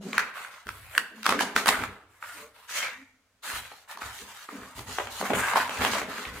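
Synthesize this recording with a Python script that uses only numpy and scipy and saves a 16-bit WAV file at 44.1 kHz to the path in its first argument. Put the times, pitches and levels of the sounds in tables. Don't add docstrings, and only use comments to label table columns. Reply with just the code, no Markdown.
import sys
import numpy as np
from scipy import signal
from scipy.fft import rfft, irfft, next_fast_len
from scipy.io import wavfile
from scipy.ndimage import uniform_filter1d, map_coordinates

SR = 44100
rng = np.random.default_rng(int(sys.argv[2]) if len(sys.argv) > 2 else 0)


def transcribe(signal):
    frames = np.atleast_2d(signal).T
    limited = np.clip(frames, -1, 1)
    pcm = np.round(limited * 32767).astype(np.int16)
    wavfile.write(sys.argv[1], SR, pcm)


N = 282240
STEPS_S = np.arange(0, N / SR, .001)


def amp(db):
    return 10 ** (np.asarray(db) / 20)


def unit(x):
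    return x / np.sqrt(np.mean(x ** 2) + 1e-20)


def along(points, hz):
    f, v = np.transpose(points)
    return np.interp(np.log(hz + 1), np.log(f + 1), v)


def per_sample(control):
    return np.interp(np.arange(N) / SR, STEPS_S, control)


def together(powers):
    return per_sample(np.sqrt(sum(powers)))


def wobble(rate):
    knots = rng.standard_normal(int(N * rate / SR) + 4)
    return map_coordinates(knots, [np.arange(N) * rate / SR])


def filtered(x, response):
    size = x.shape[-1]
    m = next_fast_len(size + 8192)
    spectrum = rfft(x, m) * response(np.fft.rfftfreq(m, 1 / SR))
    return irfft(spectrum, m)[..., :size]


def band(x, low_hz, high_hz):
    edges = [low_hz, min(high_hz, SR / 2 - 1)]
    return signal.sosfilt(signal.butter(2, edges, 'bandpass', fs=SR, output='sos'), x)


def resonate(x, modes):
    def response(f):
        return sum(amp(db) * 1j * f * w / (c * c - f * f + 1j * f * w) for c, w, db in modes)
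    return filtered(x, response)


def spread(pair, spectrum):
    # hz, likeness (0 to 1)
    likeness = [(100, 0.93), (400, 0.94), (1000, 0.81), (2000, 0.5), (4000, 0), (12000, .25)]

    def mid_side(hz):
        turn = np.arccos(np.clip(along(likeness, hz), -1, 1)) / 2
        return amp(along(spectrum, hz)) * [np.cos(turn), np.sin(turn)]
    mid, side = filtered(pair, mid_side)
    return unit(np.array([mid + side, mid - side]))


def add(track, s, sound):
    start = int(np.clip(round(s * SR), 0, N - 1))
    track[:, start:start + sound.shape[-1]] += sound[..., :N - start]


def room(x, early_db=13, gap_s=.009, early_t60_s=0.055, build_s=0.0018):
    # hz, t60_s
    decay_times = [(150, 0.79), (400, 1), (1000, 0.71), (2800, 0.66), (7300, 0.33), (15000, 0.52)]
    # hz, level_db
    wall_colour = [(100, 2), (1000, 0), (3000, 2), (8000, 5), (15000, -2.5)]
    hz, t, z = signal.stft(rng.standard_normal((2, SR * 3 // 4)), SR, nperseg=256)
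    late = amp(-60 * t / along(decay_times, hz)[:, None])
    early = amp(early_db - 60 * t / early_t60_s)
    tail = signal.istft(z * (late + early), SR, nperseg=256)[1]
    build = 1 - np.exp(-np.arange(tail.shape[1]) / (build_s * SR))
    tail = spread(tail * build, wall_colour) / np.sqrt(tail.shape[1])
    return signal.fftconvolve(x, np.pad(tail, ((0, 0), (int(gap_s * SR), 0))), axes=1)


def gesture(s, length, attack, fall_db_per_s, swell_db=0):
    linger, linger_t60_s = amp(-9.5), 0.52
    t = np.maximum(STEPS_S - s, 0)
    after = np.maximum(t - length, 0)
    release = (1 - linger) * amp(-fall_db_per_s * after) + linger * amp(-60 * after / linger_t60_s)
    swell = amp(swell_db * (np.minimum(t / length, 1) - .5))
    return (1 - np.exp(-(t / attack) ** 2)) * swell * release


def slips(rate, scatter_db, life, smooth):
    sizes = amp(scatter_db * np.clip(rng.standard_normal(N), -2, 2)) * (rng.random(N) < rate / SR)
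    energy = signal.lfilter([1], [1, -np.exp(-1 / (life * SR))], sizes ** 2)
    return np.sqrt(energy / energy.mean() + smooth ** 2) * rng.standard_normal((2, N))


def quiet_air():
    # hz, level_db
    air_colour = [(13, -33), (22, -6), (44, -8), (106, 0), (140, -27.5), (194, -7), (337, -24), (432, -13),
                  (935, -14.5), (1620, -13), (2260, -17), (7000, -21), (16000, -33)]
    return amp(-70.5) * spread(rng.standard_normal((2, N)), air_colour)


def bending(x, colour_db, patchy_db):
    hz, t, z = signal.stft(x, SR, nperseg=1024)
    frames = np.minimum((t * SR).astype(int), N - 1)
    patches = uniform_filter1d(rng.standard_normal(z.shape[1:]), size=4, axis=0)
    patches = unit(uniform_filter1d(patches, size=7, axis=1))
    gain = amp(colour_db(hz[:, None] + 1, frames) + patchy_db * patches)
    return unit(signal.istft(z * gain, SR, nperseg=1024)[1][:, :N])


def snap(ring_hz, crack_db, thud_db, t60, rise, crack_share=0.8, thud_t60=0.015, fall=0.55, relax=0.0035):
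    # ratio (times the ring pitch), level_db, t60_share
    flute_modes = [(.7, -6, 0.57), (1, -0.5, 0.82), (1.3, -12, 1), (1.72, -13, 1), (2.3, -14, 0.18)]
    # hz, level_db
    crack_colour = [(1200, -28), (2300, -1), (3300, 1), (4800, -3), (7000, -9.5), (11000, -10),
                    (15000, -16.5)]
    t = np.arange(SR // 10) / SR
    swell = 1 - np.exp(-(t / rise) ** 2)
    cycles = np.cumsum(ring_hz * (1 + fall * (np.exp(-t / relax) - .5))) / SR
    ring = np.zeros((2, len(t)))
    for ratio, db, share in flute_modes:
        phase = rng.uniform(0, 2 * np.pi) + rng.normal(0, .27 * ratio, (2, 1))
        decay = amp(db - 60 * t / max(t60 * share, .002))
        ring += decay * np.sin(2 * np.pi * ratio * cycles + phase)
    fibres = rng.standard_normal(len(t)) + 2.9 * rng.standard_normal((2, len(t)))
    fibres = filtered(fibres, lambda hz: amp(along(crack_colour, hz)))
    crack = fibres * swell * amp(-60 * t / (t60 * crack_share))
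    thud = band(rng.standard_normal(len(t)) * amp(-60 * t / thud_t60), 240, 750)
    return unit(ring * swell) + amp(crack_db + 9.0) * unit(crack) + amp(thud_db + 0.5) * unit(thud)


def crackling(rate=110, scatter_db=4.5, low_hz=950, high_hz=2000, count=5):
    track = np.zeros((2, N))
    for ring_hz in np.geomspace(low_hz, high_hz, count):
        sizes = amp(scatter_db * np.clip(rng.standard_normal(N), -2, 1.6))
        sizes = sizes * (rng.random(N) < rate / count / SR)
        tiny = snap(ring_hz, crack_db=-16.5, thud_db=-22, t60=0.014, rise=0.00021)
        track += signal.oaconvolve(sizes[None], tiny, axes=1)[:, :N]
    return unit(track)


def rubbing(panel_db=5, panel_octaves=0.85, patchy_db=3.0, hiss_patchy_db=3.0):
    # start_s, length_s, swell_db (over the stroke),
    # scrape_db, hiss_db (relative), rasp_db (in the hiss), sheen_db (tilt of the hiss), panel_hz
    strokes = [(0, 0.15, 6.5, -49.5, -52.5, 3, -2.5, 1630), (0.117, .09, 3, -35.5, -51.5, 7.5, -2, 1600),
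               (0.325, .13, 0.5, -40, -51.5, -0.5, 3.5, 1400), (0.492, 0.12, -6.5, -49, -57, -1, -1, 1300),
               (0.635, 0.28, -4, -52, -54.5, -6.5, 5.5, 1470),
               (0.888, 0.084, 14.5, -46, -56, 4.5, 12, 1480), (1.135, .09, 3, -55.5, -57, -2, 1.5, 1400),
               (1.235, .11, -3.5, -30.5, -45, 4.5, -5, 1300), (1.373, .045, 3.5, -41, -39, 3, -0.5, 1310),
               (1.547, 0.036, -0.5, -29.5, -34, 2, -1, 1200), (1.653, 0.03, 4, -22, -36.5, 3, 13, 1080),
               (1.731, .11, -3.5, -36.5, -51.5, 4, 4.5, 1280), (2.069, 0.21, 5.5, -63.5, -68, 1, 6, 1450),
               (2.195, .22, 1.5, -47, -50, -1.5, 3, 1400), (2.525, .15, -3.5, -57, -59, -7, 2, 1352),
               (2.667, 0.12, 15, -39.5, -40.5, 3.5, -0.5, 1800),
               (2.809, 0.042, -2, -31.5, -42, 0.5, -5.5, 2000), (3.417, .16, 3, -37, -38.5, -2.5, 2, 1400),
               (3.63, 0.19, -10, -53.5, -55, -2, 0, 1350), (3.871, .045, 6, -45, -51, -2.5, 3, 1150),
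               (3.991, 0.11, -2.5, -42.5, -46, -0.5, 1.5, 1200),
               (4.115, 0.099, 3, -49.5, -47, 1.5, 0, 1600),
               (4.218, 0.23, -1.5, -48.5, -50.5, -1.5, 0.5, 1350),
               (4.461, 0.26, -6.5, -48.5, -54, 0, 1, 1120), (4.74, .05, 7, -48.5, -48, -1.5, 3.5, 1040),
               (4.854, 0.19, -6, -43.5, -44, 1.5, -1, 1170), (5.086, .12, 8, -44, -41.5, -0.5, -0.5, 1100),
               (5.22, 0.086, 1, -34, -46, 3, 4, 1130), (5.33, 0.071, 1, -29, -39.5, 5, 8, 1200),
               (5.406, .11, 3, -28.5, -42.5, 3.5, 5, 1280), (5.542, 0.078, -5, -26, -34.5, -2.5, 0, 1040),
               (5.65, 0.35, 4.5, -35, -43, 1, -0.5, 1250), (5.795, .06, 2, -29.5, -35.5, -4, -0.5, 1270),
               (5.896, 0.048, -4, -41, -36.5, 0, -5, 1190), (6.059, 0.23, -4.5, -39, -46, -1, -1, 1400),
               (6.314, .07, 4.5, -44.5, -50, -1.5, 2, 1560)]
    # hz, level_db
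    scrape_colour = [(260, -41), (450, -12.5), (513, -6), (799, -3.5), (849, -3), (978, -1), (1140, -2),
                     (1400, -0.5), (2170, -1), (2400, -3), (5000, -20), (6500, -53), (11000, -120)]
    # hz, level_db
    hiss_colour = [(1650, -41), (2800, -6.5), (3610, -8.5), (3940, -6.5), (5320, -12), (6670, -9),
                   (11400, -16.5), (14200, -18), (15100, -18.5), (16000, -35.5)]
    grip_s, grip_share = 0.01, 0.099
    scrape_fall_db_per_s, hiss_fall_db_per_s = 180.5, 280
    rasp_hz, rasp_octaves = 6800, 0.41

    scraping, hissing = np.zeros((2, len(strokes), len(STEPS_S))) + 1e-14
    for k, (s, length, swell_db, scrape_db, hiss_db, *_) in enumerate(strokes):
        attack = grip_s + grip_share * length
        scrape_shape = gesture(s, length, attack, scrape_fall_db_per_s, swell_db)
        hiss_shape = gesture(s, length, attack, hiss_fall_db_per_s, swell_db)
        scraping[k] += (amp(scrape_db) * scrape_shape) ** 2
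        hissing[k] += (amp(hiss_db) * hiss_shape) ** 2
    *_, rasps_db, sheens_db, grips_hz = np.transpose(strokes)
    panel_hz = per_sample(grips_hz @ scraping / scraping.sum(0))
    rasp_db = per_sample(rasps_db @ hissing / hissing.sum(0))
    sheen_db = per_sample(sheens_db @ hissing / hissing.sum(0))

    def resonance(hz, i):
        return panel_db * np.exp(-(np.log2(hz / panel_hz[i]) / panel_octaves) ** 2)

    def sheen(hz, i):
        octaves = np.log2(hz / rasp_hz)
        tilt = sheen_db[i] * np.clip(octaves / 0.51, -.6, .7)
        return tilt + rasp_db[i] * np.exp(-(octaves / rasp_octaves) ** 2)

    catches = slips(rate=600, scatter_db=3, life=.001, smooth=1.2)
    scrape = bending(spread(catches, scrape_colour), resonance, patchy_db)
    scrape = unit(scrape + amp(-10) * crackling())
    fine_slips = slips(rate=440, scatter_db=3, life=.0004, smooth=1.8)
    hiss = bending(spread(fine_slips, hiss_colour), sheen, hiss_patchy_db)
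    judder = amp(.8 * wobble(45))
    return judder * (together(scraping) * scrape + amp(2.0) * together(hissing) * hiss)


def flapping():
    # start_s, length_s, level_db (relative)
    swing_list = [(0, 0.25, -47.5), (0.05, 0.039, -38), (0.656, 0.034, -49.5), (0.965, 0.028, -43),
                  (1.106, 0.028, -47.5), (1.279, 0.17, -32), (1.549, 0.02, -31.5), (1.665, 0.028, -30.5),
                  (1.764, 0.074, -39.5), (2.36, 0.034, -51.5), (2.694, .28, -64), (3.467, 0.072, -48.5),
                  (3.94, 0.14, -56), (4.207, .04, -51.5), (4.51, 0.088, -42.5), (4.766, 0.018, -42),
                  (4.878, 0.052, -46), (5.197, 0.019, -32.5), (5.292, .02, -27), (5.36, 0.039, -39),
                  (5.535, 0.063, -38.5), (5.678, 0.22, -41), (5.803, 0.048, -29.5), (5.922, 0.16, -36),
                  (6.172, 0.18, -44)]
    # centre_hz, width_hz, level_db
    sheet_modes = [(204, 15, 0), (251, 34, 2), (294.4, 6, 2.5), (382, 71, -9.5), (415, 23, 0.5),
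                   (482, 50, -4), (625, 90, -5.5)]
    # hz, level_db
    flap_colour = [(90, -36), (150, -7), (190, -0.5), (450, -1.5), (650, -4), (1000, -13.5), (1800, -73.5)]
    attack_s, fall_db_per_s = 0.0076, 134
    swings = together((amp(db) * gesture(s, length, attack_s, fall_db_per_s)) ** 2
                      for s, length, db in swing_list)
    shaken = resonate(slips(rate=75, scatter_db=5.5, life=0.012, smooth=1.0), sheet_modes)
    return amp(-5) * swings * spread(shaken, flap_colour)


def thumping():
    # start_s, length_s, level_db (relative)
    bump_list = [(0, 0.023, -64), (0.15, 0.02, -58), (.3, 0.07, -71), (0.65, .22, -52.5),
                 (1.275, 0.16, -55), (1.542, 0.026, -50), (1.65, 0.26, -48.5), (2.004, 0.52, -68.5),
                 (2.7, .35, -72), (3.526, 0.097, -51.5), (4.025, 0.068, -50.5), (4.207, 0.036, -58),
                 (4.566, .03, -56), (4.749, 0.04, -41), (4.86, 0.017, -47.5), (4.99, .3, -57),
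                 (5.33, 0.066, -40.5), (5.48, 0.5, -52.5), (5.785, 0.035, -37.5), (5.926, .18, -52.5),
                 (6.255, .11, -44.5)]
    # centre_hz, width_hz, level_db
    floor_modes = [(48, 22, -10.5), (67, 9, 2.5), (95, 9.2, 1.5), (122, 26, -7.5)]
    # hz, level_db
    rumble_colour = [(12, -26), (25, -7), (60, -3.5), (120, 0), (160, -14), (300, -46.5)]
    attack_s, fall_db_per_s = 0.01, 150.5
    bumps = together((amp(db) * gesture(s, length, attack_s, fall_db_per_s)) ** 2
                     for s, length, db in bump_list)
    shaken = resonate(slips(rate=32, scatter_db=6, life=0.011, smooth=0.84), floor_modes)
    return amp(-1.5) * bumps * spread(shaken, rumble_colour)


def groaning(waver=0.042, overtone_db=-22, echo_db=-8):
    # centre_s, length_s, pitch_hz, level_db, glide_octaves_per_s
    groan_list = [(0, 0.084, 192, -39, 3.5), (.063, 0.026, 196.8, -32, -1), (0.069, 0.061, 402.5, -40, 3.5),
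                  (0.142, .12, 208, -47, -0.5), (1.02, 0.098, 2850, -53.5, -3),
                  (1.137, 0.045, 338, -55.5, 1.5), (1.204, 0.12, 224.6, -50.5, 1),
                  (1.373, .076, 288.6, -35, 4.5), (2.32, .11, 1430, -45, 0), (2.37, .05, 307, -55, 2),
                  (2.43, .1, 445, -48.5, 1), (2.431, 0.14, 587, -52.5, 0.5), (2.844, 0.064, 2200, -29.5, 0),
                  (2.926, .16, 1920, -47.5, -1), (3.003, 0.061, 252.5, -47.5, 1.5),
                  (4.222, .06, 440, -53, 5), (4.568, 0.085, 258, -42.5, -3.5), (4.662, .14, 1110, -50, 1.5),
                  (5.092, 0.07, 248, -53, -2)]
    t = np.arange(N) / SR
    drift, roughness = waver * wobble(110), amp(2 * wobble(70))
    voice = np.zeros(N)
    for s, length, hz, db, glide in groan_list:
        near = np.abs(t - s) < 2 * length
        u = t[near] - s
        pitch_hz = hz * 2 ** (glide * u) * (1 + drift[near])
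        phase = 2 * np.pi * np.cumsum(pitch_hz) / SR
        tone = np.sin(phase) + amp(overtone_db) * np.sin(2 * phase)
        voice[near] += amp(db) * np.exp(-(2 * u / length) ** 2) * tone
    direct = np.array([voice, voice]) * roughness
    return direct + amp(echo_db) * room(direct)[:, :N]


def snapping():
    # start_s, level_db (relative), ring_hz, crack_db and thud_db (relative to the ring),
    # echo_db (gain of the room)
    snap_list = [(.130, -19.5, 2100, -18.5, -13, -13.5), (0.1796, -4, 1484, -20, -24, -4),
                 (.378, -31.5, 1360, -23, -36, 0), (0.447, -26, 1505, -30.5, -29, -17.5),
                 (.668, -28, 1500, -16, -12, 0.5), (0.689, -18.5, 1427, -19.5, -23, -6.5),
                 (.950, -20, 1640, -23, -20, -3.5), (.978, -2.5, 1590, -17, -29.5, -10.5),
                 (1.230, -28, 1500, -7, -32, 1), (1.256, -15, 1260, -15, -34, -15),
                 (1.263, -5, 1300, -14.5, -19, -9.5), (1.291, -8, 1200, -12.5, -12, -2.5),
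                 (1.323, -8.5, 1286, -22.5, -8, -5), (1.391, -12.5, 1640, -20.5, -32, 3.5),
                 (1.407, -10, 960, -13.5, -22, -2), (1.562, -4, 1450, -17.5, -17, -5),
                 (1.658, -12.5, 1236, -13, -11, 0), (1.67, -13.5, 1390, -20.5, -30, -8.5),
                 (1.680, -12, 1200, -5, -23, -5.5), (1.687, -5, 930, -9, -18, -9.5),
                 (1.793, -27, 1040, -29, -6, 2.5), (1.822, -22, 1430, -23.5, -10.5, -6.5),
                 (1.836, -13.5, 1327, -22.5, -18, -6), (2.225, -22, 1377, -28.5, -30, 0.5),
                 (2.692, -30, 1520, -30, -38, -2.5), (2.827, -25.5, 2270, -10.5, -34.5, -8),
                 (3.911, -30.5, 1030, -10, -39, -3.5), (3.972, -25.5, 1060, -19.5, -24, -0.5),
                 (4.018, -21, 1300, -23, -13.5, -2), (4.188, -35, 1860, -7.5, -25, -12),
                 (4.488, -24, 1210, -33, -10.5, -6.5), (4.492, -29.5, 1110, -30.5, -15, -3),
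                 (4.791, -28.5, 1023, -10, -0.5, -3.5), (5.534, -10.5, 986, -25, -34, -6.5),
                 (5.557, -5.5, 1040, -29, -15.5, -1), (5.567, -12, 890, -18.5, -31, -8),
                 (5.600, -15.5, 1694, -25.5, -12, -7), (6.181, -22.5, 1430, -19, -27, 0),
                 (6.252, -25.5, 2250, -25, -8, -2.5)]
    ring_cycles = 24
    give_s = 0.0014
    track = np.zeros((2, N))
    for s, db, ring_hz, crack_db, thud_db, echo_db in snap_list:
        direct = amp(db - 24) * snap(ring_hz, crack_db, thud_db, ring_cycles / ring_hz, give_s)
        add(track, s, direct)
        add(track, s, amp(echo_db) * room(direct))
    return track * amp([[-.6], [.6]])


def slapping(echo_db=-3):
    # start_s, level_db (relative), treble_db_per_octave (above 1 kHz),
    # bass_db, t60_s
    slap_list = [(1.345, -26, -1, 2.5, 0.015), (3.716, -31, -2, 7, 0.037), (4.777, -40, 0, 13, .03),
                 (4.984, -11.5, -2, 0, 0.029), (4.999, -16, -8.5, -5, 0.067), (5.071, -24.5, 0.5, -8, .02),
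                 (5.212, -15.5, -2.5, -23, 0.015), (5.226, -17, -5, 15, 0.03), (5.303, -11, -6, 10, 0.041),
                 (5.3333, -10.5, -1.5, 8, 0.047), (5.694, -19, 2.5, 10.5, 0.0154),
                 (5.819, -12.5, -1.5, -11, .016), (5.849, -8.5, 1.5, -28, 0.0082),
                 (5.934, -15.5, 2, 4, 0.018), (5.952, -17, -7.5, 13, .016), (5.969, -23.5, -3.5, -2, .02),
                 (6.016, -18, -7, 1.5, 0.02)]
    # hz, level_db
    slap_colour = [(120, -31), (220, -18.5), (600, 1.5), (1100, -1.5), (2000, -5.5), (3200, -6.5),
                   (4500, -23), (9000, -25.5), (15000, -32)]
    track, t = np.zeros((2, N)), np.arange(SR // 10) / SR
    rise_s = .0006
    for s, db, slope_db, bass_db, t60 in slap_list:
        colour = []
        for hz, level in slap_colour:
            treble = slope_db * max(np.log2(hz / 1000), 0)
            bass = bass_db / (1 + (hz / 450) ** 4)
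            colour.append((hz, level + treble + bass))
        clap = spread(rng.standard_normal((2, len(t))), colour)
        clap = clap * (1 - np.exp(-t / rise_s)) * amp(-60 * t / t60)
        direct = amp(db - 23.5) * unit(band(clap, 180, 16000))
        add(track, s, direct)
        add(track, s, amp(echo_db) * room(direct))
    return track


def scene():
    return quiet_air() + rubbing() + flapping() + thumping() + groaning() + snapping() + slapping()


def record(dry):
    top_hz = 16100
    return filtered(np.clip(dry, -1, 1), lambda hz: hz < top_hz)


dry = scene()
out = record(dry)
transcribe(out)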